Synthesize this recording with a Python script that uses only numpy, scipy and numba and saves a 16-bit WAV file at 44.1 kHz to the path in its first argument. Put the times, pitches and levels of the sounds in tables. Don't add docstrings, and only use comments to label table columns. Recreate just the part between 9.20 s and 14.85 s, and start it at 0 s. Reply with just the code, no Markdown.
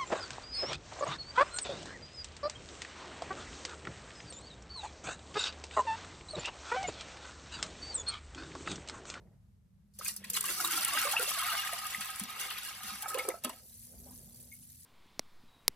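import sys
import numpy as np
from scipy import signal
from scipy.fft import rfft, irfft
from scipy.io import wavfile
from scipy.ndimage import uniform_filter1d
from numba import njit

SR = 44100
rng = np.random.default_rng(int(sys.argv[2]) if len(sys.argv) > 2 else 0)


def output_pcm(signal):
    pcm = np.clip(np.atleast_2d(signal).T, -1, 1) * 32767
    wavfile.write(sys.argv[1], SR, np.round(pcm).astype(np.int16))


N = 249192

# time in seconds, level in dB.
RUMBLE_LEVEL = [(0.0, -59), (0.42, -63), (1.5, -66.5), (4.3, -65.5), (4.83, -58.5), (5.66, -62.5)]
# frequency in Hz, density in dB per Hz.
ROOM_SPECTRUM = [(25, -35), (53, -2), (71, -2.5), (93, -3), (142, -6.5), (199, -8.5), (279, -29),
                 (3020, -44.5), (13300, -47), (16200, -67)]
# time in seconds, level of the sine in dB.
HUM_LEVEL = [(0.0, -61.5), (0.42, -75), (1.04, -55.5), (1.4, -63), (3.0, -70.5), (4.4, -72), (4.83, -58),
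             (5.66, -71.5)]
# time in seconds, level before filtering in dB.
LAPPING_LEVEL = [(0.0, -63), (0.17, -67), (0.3, -90), (0.75, -84), (1.0, -65), (3.05, -64.5), (4.1, -66.5),
                 (4.45, -65), (4.6, -71.5), (4.72, -61.5), (4.9, -63.5), (5.3, -65.5), (5.66, -84)]
# frequency in Hz, density in dB per Hz.
SLOSH_SPECTRUM = [(200, -51), (270, -10), (400, 3.5), (550, -0.5), (800, -11.5), (1200, -20), (2200, -23.5),
                  (3000, -58.5)]
# time in seconds, level in dB.
FIZZ_LEVEL = [(4.1, -57), (4.3, -79), (4.5, -54), (5.0, -55), (5.3, -54), (5.66, -56)]
# frequency in Hz, density in dB per Hz.
FOAM_SPECTRUM = [(1300, -30), (1800, -20), (3000, -18), (4500, -10), (7000, -6.5), (8500, -0.5),
                 (10300, -1.5), (13000, -0.5), (14500, -8.5), (16200, -22)]
# peak time in seconds, peak level in dB.
DRAIN_GLUGS = [(1.15, -58.5), (1.31, -55), (1.46, -47.5), (1.55, -52), (1.77, -51)]
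# undisturbed pitch in Hz, width of the narrower resonance in Hz, relative level in dB.
BOWL_NOTES = [(777, 62, -5.5), (1245, 38, 5.5), (1622, 120, -9.5), (2232, 70, -7)]
# mean pitch in Hz, width in Hz, gain in dB.
BOWL_RESONANCES = [(1567, 32, -1.5), (2745, 100, 1)]
# start in seconds, strength in dB, starting pitch in Hz, t60 in seconds, share of pitch gained per t60.
GULP_EVENTS = [(0.794, -39.5, 506, 0.036, 0.58), (1.573, -37.5, 744, 0.11, 0.21),
               (1.749, -33.5, 593, 0.058, 0.16), (1.85, -30, 540, 0.14, 0.4),
               (1.933, -23.5, 765, 0.07, 0.8), (1.994, -29.5, 470, 0.09, 0.375),
               (2.076, -28.5, 558, 0.03, 0.22), (2.455, -41, 763, 0.05, .05),
               (2.528, -26, 650, 0.041, 0.25), (2.78, -44, 201, 0.092, 0.19),
               (3.012, -33.5, 200.4, 0.098, 0.34), (3.639, -45.5, 192, 0.09, 0.29),
               (3.719, -44, 207, 0.11, 0.15), (3.828, -33, 800, 0.077, 0.5), (3.86, -28, 733, 0.033, 0.32),
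               (3.947, -22.5, 476.6, 0.067, 0.54), (3.99, -35, 491, 0.097, 0.32),
               (4.05, -30, 492, 0.043, 0.32), (4.088, -24.5, 495, 0.052, 0.22),
               (4.141, -21.5, 592, 0.02, 0.42), (4.245, -28.5, 613, 0.059, 0.074),
               (4.247, -32, 241, 0.14, 0.14), (4.298, -39, 644, 0.086, 0.046), (4.425, -54, 526, 0.033, .1),
               (4.738, -47.5, 630, 0.038, 0.22), (4.865, -53, 792, 0.13, 0.024),
               (4.908, -46.5, 970, 0.034, 0.046), (4.907, -49.5, 228, 0.14, 0.38),
               (5.005, -57, 650, 0.032, 0.11), (5.078, -58, 757, 0.034, .1)]
# start in seconds, strength in dB, starting pitch in Hz, t60 in seconds.
BUBBLE_EVENTS = [(0.8118, -20.5, 1230, 0.013), (0.86, -26.5, 2440, 0.039), (1.039, -32.5, 1900, 0.027),
                 (1.149, -23.5, 4070, 0.038), (1.172, -26, 1167, 0.024), (1.2397, -24.5, 1143, 0.033),
                 (1.309, -19.5, 1445, 0.014), (1.402, -14.5, 1400, 0.015), (1.4432, -20, 1140, 0.034),
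                 (1.446, -16, 3780, 0.022), (1.482, -24, 1224, 0.03), (1.5738, -23.5, 1350, 0.061),
                 (1.6824, -32, 1108, 0.089), (1.7742, -4, 1540, 0.0089), (1.809, -12, 1450, 0.0087),
                 (1.833, -16.5, 1460, 0.017), (1.87, -19.5, 1153, 0.04), (1.936, -20.5, 1390, .03),
                 (1.9656, -10.5, 2636, 0.028), (1.998, -26, 1396, 0.061), (2.1149, -16.5, 1170, 0.015),
                 (2.195, -27, 1300, 0.059), (2.224, -17.5, 1236, 0.02), (2.19, -27, 2160, 0.03),
                 (2.246, -21, 2180, 0.016), (2.284, -19, 1340, .02), (2.316, -19.5, 1240, 0.018),
                 (2.343, -16, 1490, 0.014), (2.4921, -21, 1250, 0.023), (2.633, -25.5, 1244, 0.035),
                 (2.7468, -10.5, 2040, 0.011), (3.838, -34, 1567, 0.038), (3.842, -40, 2200, .05),
                 (3.904, -26, 1278, 0.037), (3.931, -29.5, 1284, 0.044), (3.974, -28.5, 2870, 0.026),
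                 (4.087, -20.5, 1190, 0.015), (4.103, -23, 2060, 0.014), (4.14, -34, 1307, 0.044),
                 (3.9926, -20.5, 2160, 0.033), (4.247, -27.5, 1270, 0.044), (4.2957, -22, 975, 0.016),
                 (5.317, -46.5, 2165, 0.071)]
# start in seconds, nominal peak in dB, churn relative to that peak in dB, t60 in seconds.
SLAPS = [(0.788, -29, -27, 0.048), (0.847, -24.5, -5, 0.076), (0.881, -19, -3.5, 0.048),
         (0.963, -25, -20, 0.042), (1.042, -34, 7.5, 0.045), (1.1, -17, -33, 0.03),
         (1.133, -23.5, -8, 0.13), (1.208, -15.5, -33, 0.027), (1.24, -22.5, 1.5, 0.05),
         (1.401, -23.5, -8, 0.019), (1.447, -19, 5, 0.032), (1.562, -22, -29, 0.12),
         (1.6478, -14, -26, 0.02), (1.683, -23, 6.5, 0.048), (1.912, -24, -3, 0.12),
         (1.995, -21, -16, 0.026), (2.807, -26, 8, 0.062), (2.996, -23, 1, 0.03),
         (3.036, -26.5, -10, 0.025), (3.196, -29.5, -12, 0.16), (3.303, -29, 13, 0.052),
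         (3.822, -24, -3, 0.045), (3.881, -29.5, -4, 0.088), (3.943, -24, 11, 0.028),
         (3.984, -26, 4.5, 0.061), (4.0874, -16, -21, 0.017), (4.237, -26.5, 5, 0.042),
         (4.246, -18, 6, 0.029), (4.2932, -29, 2, 0.044), (4.328, -46, 11, 0.044)]
# frequency in Hz, density in dB per Hz.
CRACK_SPECTRUM = [(4000, -22.5), (7200, -8), (8000, 0), (14000, -6), (16200, -18.5)]
# time in seconds, churn of the pool in dB, spray on the glaze in dB, ringing of the bowl in dB.
POUR_LEVELS = [(0.738, -92, -63, -99), (0.8, -86, -72, -91), (1.0, -56.5, -72, -92),
               (1.11, -50.5, -50.5, -87), (1.22, -41, -43, -64), (1.42, -50, -35, -44),
               (1.7, -48.5, -42.5, -62), (2.02, -36.5, -41.5, -55.5), (2.32, -32, -38, -38),
               (2.55, -38, -41, -44), (3.1, -43.5, -47.5, -52), (3.78, -47, -50.5, -56.5),
               (4.12, -60, -48, -47.5), (4.22, -75, -63, -100), (4.38, -62, -57, -65),
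               (4.5, -91, -64, -103)]
# peak time in seconds, length in seconds, then churn, spray, bowl and slop levels, all in dB.
GUSH_EVENTS = [(0.82, 0.044, -41, -44, -78, -56), (0.88, 0.1, -47, -35, -85, -78),
               (1.17, 0.024, -27.5, -26.5, -71, -60), (1.3, 0.11, -34.5, -34.5, -55, -53),
               (1.54, 0.3, -32, -36, -63, -69), (1.78, 0.56, -30, -34, -41, -75),
               (2.14, 0.28, -50, -35, -65, -78), (3.22, 0.42, -37.5, -44, -46.5, -61),
               (3.46, 0.36, -42.5, -44, -67, -85), (3.7, 0.2, -41.5, -41.5, -52.5, -72),
               (3.85, 0.089, -64, -64, -40, -60), (3.98, 0.23, -46, -66, -46, -50.5),
               (4.09, 0.055, -48, -59, -57, -46.5), (4.27, 0.081, -47, -61, -68, -53)]
# frequency in Hz, density in dB per Hz.
CHURN_SPECTRUM = [(600, -43), (800, -10.5), (1100, -3.5), (1500, -9), (1800, -2), (2600, -1), (3500, 2),
                  (5000, -7), (6000, -33.5)]
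# frequency in Hz, density in dB per Hz.
FROTH_SPECTRUM = [(750, -23), (1150, -1), (1600, -2), (2400, -5.5), (3300, -25)]
# frequency in Hz, density in dB per Hz.
SPRAY_SPECTRUM = [(3500, -18.5), (4300, -7.5), (5500, -7), (7200, -9.5), (8000, -6.5), (10300, -7.5),
                  (13000, -7.5), (14500, -14), (16200, -45)]
# frequency in Hz, likeness from 0 to 1.
WATER_LIKENESS = [(300, .88), (1400, .85), (3000, .55), (6000, .45), (7600, .3), (8600, .8), (13000, .88)]
# frequency in Hz, lag in samples.
WATER_LAG = [(300, 2), (600, -5), (1200, -.5), (3000, 2), (4400, 2), (4800, 21.5), (7400, 21.5),
             (7700, -13.3)]

HUM_HZ, HUM_CLIMB_HZ_PER_S = 189, 10
HUM_WIDTH_HZ = 18.7
GLUG_S, OPEN_HZ, FLOODED_HZ = 0.091, 489, 292
FLOOD_S, SINK_S = 1.1, 0.23
CALM_FROM_S, CALM_BY_S = 2.11, 2.56
STIRRED, CALM = 0.085, 0.0096
DRAINING_FROM_S, DRAINING_BY_S = 3.79, 4.01
DRAINING_CLIMB = 0.036
POOL_PAN_DB, DREGS_PAN_DB = -6, 4
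DREGS_S, DEEP_HZ = 4.2, 300
SLAP_CREST_DB = 2
CRACK_DB, CRACK_S = -9, 0.002
SPITS_PER_S, SPIT_SPREAD_DB = 75, 3.5
GUSH_RISE, GUSH_FADE_DB = 0.84, 25.5
EDGE_HZ = 16100


def amp(db):
    return 10 ** (np.asarray(db) / 20)


def evened(x):
    return x / np.sqrt(np.mean(x ** 2) + 1e-20)


def read(points, hz):
    f, value = np.transpose(points)
    return np.interp(np.log(hz + 1), np.log(f + 1), value)


def level(rows, axis=1):
    rows = np.asarray(rows)
    return amp(np.interp(np.arange(N) / SR, rows[:, 0], rows[:, axis], -120, -120))


def drift(width_s):
    size = int(width_s * SR)
    smooth = uniform_filter1d(rng.standard_normal(N), size)
    return evened(uniform_filter1d(smooth, size))


def clumps(width_s, depth_db):
    return evened(amp(depth_db * drift(width_s)))


def swells(rows, axis, rise=1., fade_db=14.):
    t, power = np.arange(N) / SR, np.zeros(N)
    for row in rows:
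        u = (t - row[0]) / row[1]
        power += amp(row[axis] - fade_db * np.maximum(u, -u / rise)) ** 2
    return power


def gushes(axis):
    return swells(GUSH_EVENTS, axis, GUSH_RISE, GUSH_FADE_DB)


def hiss(spectrum, like=WATER_LIKENESS, lag=WATER_LAG):
    hz = np.fft.rfftfreq(N, 1 / SR)
    left, other = rfft(rng.standard_normal((2, N)))
    same = np.clip(read(like, hz), 0, 1)
    delayed = left * np.exp(-2j * np.pi * hz * read(lag, hz) / SR)
    right = same * delayed + np.sqrt(1 - same ** 2) * other
    return evened(irfft(np.array([left, right]) * amp(read(spectrum, hz)), N))


def resonate(x, hz, width):
    turn = np.exp(2j * np.pi * np.cumsum(hz * np.ones(N)) / SR)
    r = np.exp(-np.pi * width / SR)
    return 2 * (turn * signal.lfilter([1 - r], [1, -r], x / turn)).real


@njit
def ring(rows, n, sr):
    out = np.zeros((2, n))
    for s, gain, hz, t60, rise, side, lag, attack in rows:
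        for c in range(2):
            start = s * sr + c * lag
            for i in range(max(int(start) + 1, 0), min(int(start + t60 * sr), n)):
                t = (i - start) / sr
                shape = (1 - np.exp(-t / attack)) * 10 ** (-3 * t / t60)
                phase = 2 * np.pi * hz * t * (1 + rise * t / t60 / 2)
                out[c, i] += gain * side ** (.5 - c) * shape * np.sin(phase)
    return out


def swarm(spectrum, per_s, cycles, spread_db, rise, pan_db):
    count = int(per_s * N / SR)
    u, g = rng.random((count, 3)), rng.standard_normal((count, 3))
    lo, hi = spectrum[0][0], spectrum[-1][0]
    hz = lo * (hi / lo) ** u[:, 1]
    size_db = -spread_db * np.log(np.maximum(u[:, 2], .004))
    t60 = cycles / hz * np.exp(0.62 * g[:, 2])
    gain = amp(read(spectrum, hz) + size_db) * hz
    likeness = np.clip(read(WATER_LIKENESS, hz), .05, .99)
    scatter = np.sqrt(-2 * np.log(likeness)) * SR / (2 * np.pi * hz)
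    lag = read(WATER_LAG, hz) + scatter * g[:, 1]
    rows = [u[:, 0] * N / SR, gain, hz, t60, rise + 0 * hz, amp(pan_db * g[:, 0]), lag, t60 / 8]
    return evened(ring(np.transpose(rows), N, SR))


def room():
    rumble = hiss(ROOM_SPECTRUM, [(100, 0.91), (1000, 0.14)], [(0, 0), (1, 0.025)]) * clumps(0.044, 0.61)
    wander = evened(signal.lfilter([1], [1, -np.exp(-80 / SR)], rng.standard_normal(N)))
    hz = HUM_HZ + HUM_CLIMB_HZ_PER_S * np.arange(N) / SR + HUM_WIDTH_HZ * wander / 2
    hum = level(HUM_LEVEL) * np.sin(2 * np.pi * np.cumsum(hz) / SR) * clumps(0.01, 3.1)
    return level(RUMBLE_LEVEL) * rumble + np.array([hum, np.roll(hum, 6)])


def lapping():
    slops = swarm(SLOSH_SPECTRUM, 1100, 14, 1.8, rise=.2, pan_db=3)
    slops = evened(slops + 0.59 * hiss(SLOSH_SPECTRUM)) * clumps(0.022, 3.2)
    dull = signal.sosfilt(signal.butter(4, 430, fs=SR, output="sos"), slops)
    gain = np.sqrt(level(LAPPING_LEVEL) ** 2 + gushes(axis=5))
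    lively = (gain / amp(-56)) ** .45
    return gain * (dull + lively * (slops - dull))


def fizz():
    pops = swarm(FOAM_SPECTRUM, 6500, 30, 3.0, rise=.05, pan_db=3)
    foam = evened(pops + 0.66 * hiss(FOAM_SPECTRUM))
    return level(FIZZ_LEVEL) * foam * clumps(0.0055, 1.3) * clumps(0.045, 1.3)


def drain():
    flooding = np.maximum(np.arange(N) / SR - FLOOD_S, 0)
    pitch = FLOODED_HZ + (OPEN_HZ - FLOODED_HZ) * np.exp(-flooding / SINK_S)
    turbulence = rng.standard_normal(N)
    tone = evened(resonate(resonate(turbulence, pitch, 45), pitch, 70))
    glugs = [(s, GLUG_S, db) for s, db in DRAIN_GLUGS]
    gain = np.sqrt(swells(glugs, axis=2, rise=0.85, fade_db=17.5))
    return gain * tone * clumps(0.023, 1.8)


def bowl_notes():
    t = np.arange(N) / SR
    knocks = (rng.random(N) < 600 / SR) * rng.standard_normal(N) * clumps(0.01, 3)
    push = knocks + 0.4 * np.roll(knocks, 300) * [[1], [-1]]
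    push = push + 0.035 * rng.standard_normal((2, N))
    bend = 1 + np.interp(t, (CALM_FROM_S, CALM_BY_S), (STIRRED, CALM)) * drift(.03)
    bend += np.interp(t, (DRAINING_FROM_S, DRAINING_BY_S), (0, DRAINING_CLIMB))
    notes = 0
    for hz, width, db in BOWL_NOTES:
        narrow = resonate(push, hz * bend, width)
        notes = notes + amp(db) * resonate(narrow, hz * bend, 2.8 * width)
    return np.sqrt(level(POUR_LEVELS, axis=3) ** 2 + gushes(axis=4)) * evened(notes)


def with_company(rows, count, spread_hz, late_s, under_db):
    rows = np.array(rows)
    chance = rng.random((len(rows), count, 4))
    extra = np.repeat(rows[:, None], count, axis=1)
    extra[..., 0] += late_s * chance[..., 0]
    extra[..., 1] *= amp(-under_db * (1.0 + chance[..., 1]))
    reach_hz = spread_hz * np.clip(extra[..., 2] / 500, 0, 1) ** 3
    extra[..., 2] += np.maximum(reach_hz * (chance[..., 2] - .38), -extra[..., 2] / 5)
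    extra[..., 3] *= 0.4 + 0.6 * chance[..., 3]
    return np.vstack([rows, extra.reshape(-1, rows.shape[1])])


def voices_of_air():
    small = [(s, amp(db), hz, t60, .04, 1, read(WATER_LAG, hz), .003) for s, db, hz, t60 in BUBBLE_EVENTS]
    large = []
    for s, db, hz, t60, rise in GULP_EVENTS:
        pan_db = POOL_PAN_DB if s < DREGS_S else DREGS_PAN_DB
        side = amp((hz > DEEP_HZ) * pan_db)
        large.append((s, amp(db), hz, t60, rise, side, read(WATER_LAG, hz), .005))
    small = with_company(small, count=7, spread_hz=800, late_s=.011, under_db=10)
    large = with_company(large, count=10, spread_hz=1100, late_s=.035, under_db=8)
    return ring(np.vstack([small, large]), N, SR)


def cracks():
    t = np.arange(N) / SR
    gain = sum(amp(db + CRACK_DB) * np.exp(-((t - s) / CRACK_S - 1) ** 2) for s, db, _, _ in SLAPS)
    return gain * hiss(CRACK_SPECTRUM)


def spits():
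    size_db = SPIT_SPREAD_DB * np.minimum(rng.exponential(1, N), 3)
    size = (rng.random(N) < SPITS_PER_S / SR) * amp(size_db)
    puffs = signal.oaconvolve(size, np.hanning(round(2 * CRACK_S * SR)), "same")
    return evened(puffs * hiss(CRACK_SPECTRUM))


def slap_powers():
    out, t = np.zeros((2, N)), np.arange(6000) / SR
    for s, db, mid_db, t60 in SLAPS:
        shape = (1 - np.exp(-t / 0.0042)) ** 2 * amp(db - SLAP_CREST_DB - 60 * t / t60)
        part = out[:, round(s * SR):round(s * SR) + len(t)]
        part += np.array([amp(mid_db) * shape, shape]) ** 2
    return out


def bowl(x):
    out = x
    for hz, width, db in BOWL_RESONANCES:
        out = out + amp(db) * resonate(x, hz * (1 + 0.029 * drift(0.06)), width)
    return out


def churn(surge, slaps):
    x = swarm(CHURN_SPECTRUM, 5500, 42, 2.4, rise=.03, pan_db=3) + .3 * hiss(CHURN_SPECTRUM)
    x += .6 * swarm(FROTH_SPECTRUM, 260, 20, 2.5, rise=.14, pan_db=3)
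    stream_power = level(POUR_LEVELS) ** 2 + gushes(axis=2)
    return evened(x) * np.sqrt(stream_power * surge ** 2 + slaps)


def spray(surge, slaps):
    x = swarm(SPRAY_SPECTRUM, 3000, 95, 1.6, rise=0.118, pan_db=5) + 0.41 * hiss(SPRAY_SPECTRUM)
    x += .6 * spits()
    stream_power = level(POUR_LEVELS, axis=2) ** 2 + gushes(axis=3)
    return evened(x) * np.sqrt(stream_power * surge ** 2 + slaps) * clumps(0.0099, 1.07)


def pour():
    surge = clumps(0.017, 1.65)
    mid_slaps, high_slaps = slap_powers()
    left_right = amp([[-1.6], [-.4]])
    return amp(-6.5) * bowl(churn(surge, mid_slaps)) + spray(surge, high_slaps) * left_right


def walls(x):
    decay = amp(-60 * np.arange(4000) / SR / 0.16)
    taps = rng.choice([-1., 1.], (3, 4000)) * (rng.random((3, 4000)) < .05) * decay
    taps = taps[0] + .5 * taps[1:]
    return signal.oaconvolve(x, taps / np.linalg.norm(taps[0]), axes=1)[:, :N]


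def scene():
    background = room() + lapping() + fizz() + drain()
    air, stream = voices_of_air(), pour()
    echoes = walls(amp(-9.0) * air + amp(-7.0) * stream)
    return background + bowl_notes() + air + cracks() + stream + echoes


def record(dry):
    return signal.oaconvolve(dry, signal.firwin(511, EDGE_HZ, window=("kaiser", 9), fs=SR)[None], "same")


dry = scene()
out = record(dry)
output_pcm(out)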